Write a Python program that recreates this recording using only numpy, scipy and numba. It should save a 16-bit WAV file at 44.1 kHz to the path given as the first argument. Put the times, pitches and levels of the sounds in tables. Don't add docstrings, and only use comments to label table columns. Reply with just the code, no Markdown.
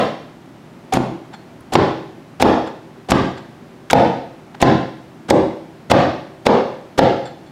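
import sys
import numpy as np
from scipy import signal
from scipy.fft import rfft, irfft
from scipy.io import wavfile
from scipy.ndimage import map_coordinates
from numba import njit

SR = 44100
rng = np.random.default_rng(int(sys.argv[2]) if len(sys.argv) > 2 else 0)


def inscribe(sig):
    pcm = np.round(np.clip(np.atleast_2d(sig).T, -1, 1) * 32767)
    wavfile.write(sys.argv[1], SR, pcm.astype(np.int16))


N = 331191
LEAD = SR // 4
T = np.arange(SR) / SR


def amp(db):
    return 10 ** (np.asarray(db) / 20)


def unit(x):
    return x / np.sqrt(np.mean(x ** 2) + 1e-20)


def along(points, hz):
    freqs, values = np.transpose(points)
    return np.interp(np.log(hz + 1), np.log(freqs), values)


def rise(seconds):
    return 1 - np.exp(-T / seconds)


def fade(t60):
    return np.exp(-np.log(1000) * T / t60)


def wobble(rate, size=SR):
    return map_coordinates(rng.standard_normal(size // 8), [np.arange(size) * rate / SR], mode="mirror")


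def noise(spectrum, size=SR):
    colour = amp(along(spectrum, np.fft.rfftfreq(size, 1 / SR)))
    return unit(irfft(rfft(rng.standard_normal(size)) * colour, size))


def burst(spectrum, envelope):
    phase = np.angle(rfft(rng.standard_normal(SR) * envelope))
    colour = amp(along(spectrum, np.fft.rfftfreq(SR, 1 / SR)))
    crackle = irfft(np.exp(1j * phase) * colour, SR)
    crackle *= envelope > envelope.max() / 1000
    return unit(crackle) * np.sqrt(np.mean(envelope ** 2))


def ring(modes):
    return sum(amp(db + rng.standard_normal()) * np.sin(2 * np.pi * hz * T) * fade(t60)
               for hz, db, t60 in modes)


def leaning(rows, centre_hz, slope_db):
    return [(hz, db - slope_db * abs(np.log2(hz / centre_hz)), *rest) for hz, db, *rest in rows]


def add(track, start_s, sound):
    part = track[max(LEAD + round(start_s * SR), 0):][:len(sound)]
    part += sound[:len(part)]


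# freq_hz, relative_db
FAN_AIR = [(15, -61), (25, -22), (64, -19.5), (77, -15.5), (140, -7), (240, -3.5), (359, -10), (389, -6),
           (433, -15), (567, -12), (848, -15.5), (1080, -19.5), (1450, -22), (1900, -24), (15500, -49)]
# pitch_hz, relative_db
FAN_HUM = [(118.4, -53.5), (156.1, -47.5), (242.2, -56.5), (333.8, -52.5), (382.2, -52.5)]

def fan():
    t = np.arange(N) / SR
    hum = sum(amp(db + 0.5) * np.sin(2 * np.pi * hz * t + 0.92 * wobble(3.7, size=N))
              for hz, db in FAN_HUM)
    air = amp(-42 + 0.14 * wobble(5.4, size=N)) * noise(FAN_AIR, size=N)
    return hum + air


# freq_hz, t60_s
WALL_DECAY = [(60, 0.38), (300, 0.52), (800, 0.53), (3000, 0.59), (5500, 0.63), (8000, 0.5), (14000, 0.41)]
# freq_hz, relative_db
WALL_COLOUR = [(40, 8), (150, 7.5), (400, 6.5), (800, 0.5), (2000, 2), (4000, -1.5), (6500, -4),
               (10000, -4), (15000, -9)]

def wall_reflections():
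    hz, t, bands = signal.stft(rng.standard_normal(SR), SR, nperseg=512)
    dying = np.exp(-np.log(1000) * t / along(WALL_DECAY, hz)[:, None])
    colour = amp(along(WALL_COLOUR, hz))[:, None]
    _, tail = signal.istft(bands * dying * colour, SR, nperseg=512)
    return tail[:SR] * rise(0.028)


# pitch_hz, relative_db, t60_s
ROOM_MODES = [(88.3, 1, 0.51), (130.2, 7, 0.63), (268.7, -0.5, 0.49), (322, 0.5, 0.79), (391.4, -1.5, 0.62)]

def kitchen(x, diffuse_db, standing_db, spots=11):
    standing = amp(standing_db) * ring(ROOM_MODES) * rise(0.0043)
    place = np.linspace(0, spots - 1, len(x))
    diffuse = np.zeros(len(x))
    for spot in range(spots):
        nearness = np.sqrt(np.maximum(1 - np.abs(place - spot), 0))
        diffuse += signal.fftconvolve(x * nearness, wall_reflections())[:len(x)]
    return amp(diffuse_db) * diffuse + signal.fftconvolve(x, standing)[:len(x)]


# freq_hz, relative_db
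SQUASH_SPECTRUM = [(25, 1), (80, -9), (200, -4.5), (550, -12), (1500, -19), (8000, -77)]

def squash():
    return noise(SQUASH_SPECTRUM)


# freq_hz, relative_db
SMACK_SPECTRUM = [(1000, -17), (7000, -28), (10300, -4), (12000, -17), (16000, -16)]
# start_s, pat_db, smack_db
FALLING_PIECES = [(1.607, -38, -48)]

def drops():
    track = np.zeros(LEAD + N)
    for start_s, pat_db, smack_db in FALLING_PIECES:
        pat = amp(pat_db) * squash() * fade(t60=0.074)
        smack = amp(smack_db) * burst(SMACK_SPECTRUM, fade(t60=0.025))
        add(track, start_s, pat + smack)
    return track


# freq_hz, relative_db
RUB_SPECTRUM = [(300, -31), (820, 21.5), (1100, 6), (1450, 13), (2150, 3), (2700, 0), (3450, 1),
                (6000, -12), (9000, -19.5), (15000, -40)]
# pitch_hz, relative_db, t60_s
FREE_BLADE_MODES = [(3460, 1, 0.1), (4270, -7, 0.23), (4670, 0, .05), (5430, -2, 0.038), (7400, -2.5, 0.07),
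                    (9000, -12, .06)]
# middle_s, length_s, rub_db, ring_db, favoured_hz
BLADE_SCRAPES = [(1.342, 0.037, -34, -36.5, 4170), (2.675, .027, -31.5, -39, 8500),
                 (3.38, 0.025, -32.5, -42, 8500), (4.55, 0.014, -32, -62, 3500),
                 (7.266, .05, -36.5, -30.5, 7100), (7.465, 0.019, -52, -46, 5500)]

def scrapes():
    track = np.zeros(LEAD + N)
    for middle_s, length_s, rub_db, ring_db, favoured_hz in BLADE_SCRAPES:
        stroke = np.sin(np.pi * np.minimum(T / length_s, 1)) ** 2
        steel = ring(leaning(FREE_BLADE_MODES, favoured_hz, slope_db=3)) * rise(0.0075)
        flicker = unit(amp(4 * wobble(500)))
        add(track, middle_s - length_s / 2, amp(rub_db) * burst(RUB_SPECTRUM, stroke))
        add(track, middle_s - length_s / 4, amp(ring_db) * steel * flicker)
    return track


# freq_hz, relative_db
BONE_SPECTRUM = [(100, -30), (900, 9.5), (2000, 5), (4000, -3), (7000, -3.5), (10000, -10.5), (16000, -22)]
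# pitch_hz, relative_db, t60_s
EDGE_MODES = [(3410, -12, .03), (5800, -20, .023), (6750, -16, .026), (7650, -16, .026), (10400, -25, .025)]

def bone_snap(level_db, t60, favoured_hz):
    cracking = unit(amp(4.9 * wobble(1200)))
    splinters = burst(leaning(BONE_SPECTRUM, favoured_hz, slope_db=4), cracking * fade(t60))
    edge = cracking * ring(leaning(EDGE_MODES, favoured_hz, slope_db=2.5))
    return amp(level_db) * (splinters + edge) * rise(0.0027)


# freq_hz, relative_db
FIBRE_SPECTRUM = [(100, -15), (400, 30.5), (1000, 21), (1800, 15), (3200, 17), (6000, 6.5), (10000, -1),
                  (16000, -25)]
# pitch_hz, relative_db, t60_s
BURIED_BLADE_MODES = [(763, -3, 0.16), (1485, -32, 0.055), (3490, -26, .05)]

def flesh_cut(chop, cut_s):
    depth = T / cut_s
    bite = np.minimum(T / 0.0036, 1)
    drag = bite * np.interp(depth, [0.37, 1], [1, 0.59], right=0)
    fibres = amp(-25.5) * burst(FIBRE_SPECTRUM, drag * unit(amp(2.2 * wobble(510))))
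    push = amp(-18) * squash() * drag * np.minimum(2 * depth, 1)
    blade_db = -7 - 2.5 * chop
    blade = amp(blade_db) * ring(BURIED_BLADE_MODES) * drag * rise(0.0014)
    return fibres + push + blade


# pitch_hz, relative_db, t60_s
BOARD_MODES = [(395.6, -6.5, 0.028), (537.5, 0, 0.019), (691.5, 0.5, 0.016), (797.4, -6, 0.026),
               (993, -13.5, 0.025)]
# pitch_hz, relative_db, t60_s
COUNTER_MODES = [(115, -25.5, 0.043), (227, -1.5, 0.018), (269.3, -8, 0.048), (336.3, -4, 0.039)]
# freq_hz, relative_db
CRACK_SPECTRUM = [(40, -34.5), (150, 0.5), (500, 7.5), (950, 6.5), (1250, -3), (1700, -3.5), (2400, -11),
                  (3500, -9), (5500, -18.5), (8000, -32.5), (15000, -78.5)]

def board_blow(chop, thock_hz, crack_db):
    thock_db = 7.5 + 1.2245 * chop
    thump_db = 8 - chop
    thock = amp(thock_db) * ring(leaning(BOARD_MODES, thock_hz, slope_db=12)) * rise(0.00078)
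    thump = amp(thump_db) * ring(COUNTER_MODES) * rise(0.002)
    crack = amp(crack_db) * burst(CRACK_SPECTRUM, fade(t60=0.023) * rise(0.00035))
    return crack - thock - thump


# start_s, level_db
RIB_SNAPS = [(3.9, -5), (5.9004, -19)]
# impact_s, force_db, thock_hz, crack_db, cut_s, spine_depth_fraction, flesh_db
CLEAVER_CHOPS = [(-.115, 2.5, 700, 7.5, 0.053, 0.1, 9), (.9715, -7, 610, -3.5, .049, .28, 3.5),
                 (1.7537, 1, 1180, 5, 0.033, 0.42, 0), (2.4245, 0, 680, 7.5, 0.027, 0.66, 2),
                 (3.1185, .5, 670, 4.5, 0.033, 0.52, -1.5), (3.9315, 3, 648, 4.5, 0.027, 0.14, -4),
                 (4.6256, 2, 613, 6, .0245, .58, -1.5), (5.3078, 1.5, 410, -3, .0245, 0.7, -1.5),
                 (5.916, -1, 593, 11, .018, 0.62, 6.5), (6.4677, -4, 508, 10, 0.015, 0.68, 1.5),
                 (6.991, -1.5, 595, 8.5, 0.014, 0.43, 6)]

def cleaver():
    board, fish = np.zeros((2, LEAD + N))
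    usual_cut_s = 0.018
    for chop, (impact_s, force_db, thock_hz, crack_db, *_) in enumerate(CLEAVER_CHOPS):
        add(board, impact_s, amp(force_db) * board_blow(chop, thock_hz, crack_db))
    for chop, (impact_s, *_, cut_s, spine_depth, flesh_db) in enumerate(CLEAVER_CHOPS):
        add(fish, impact_s - cut_s, amp(flesh_db) * flesh_cut(chop, cut_s))
        slowness = np.log2(cut_s / usual_cut_s)
        spine = bone_snap(level_db=-8 - slowness, t60=0.023, favoured_hz=4100 * 2 ** (0.77 * slowness))
        add(fish, impact_s - cut_s * (1 - spine_depth), spine)
    for start_s, level_db in RIB_SNAPS:
        add(fish, start_s, bone_snap(level_db, t60=0.025, favoured_hz=2200))
    return board, fish


def scene():
    board, fish = cleaver()
    handling = scrapes() + drops()
    into_room = board + amp(-5.5) * fish + amp(-7) * handling
    echo = kitchen(into_room, diffuse_db=-32.5, standing_db=-59)
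    low_cut = signal.butter(2, 74, "high", fs=SR, output="sos")
    chopping = signal.sosfilt(low_cut, board + fish + handling + echo)
    return (chopping[LEAD:] + fan())[None]


@njit
def gain_reduction(excess_db, attack_s, release_s):
    reduction_db = np.zeros(len(excess_db))
    held_db = 0.
    for i in range(len(excess_db)):
        lag_s = attack_s if excess_db[i] > held_db else release_s
        held_db += (excess_db[i] - held_db) / (lag_s * SR)
        reduction_db[i] = held_db
    return reduction_db


def record(dry):
    threshold_db, top_hz = -4, 15900
    level_db = 20 * np.log10(np.abs(dry[0]) + 1e-9)
    excess_db = np.maximum(level_db - threshold_db, 0)
    limited = dry[0] * amp(-gain_reduction(excess_db, attack_s=0.0017, release_s=0.044))
    clipped = np.clip(limited, -1, 1)
    return signal.fftconvolve(clipped, signal.firwin(255, top_hz, fs=SR), "same")[None]


dry = scene()
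out = record(dry)
inscribe(out)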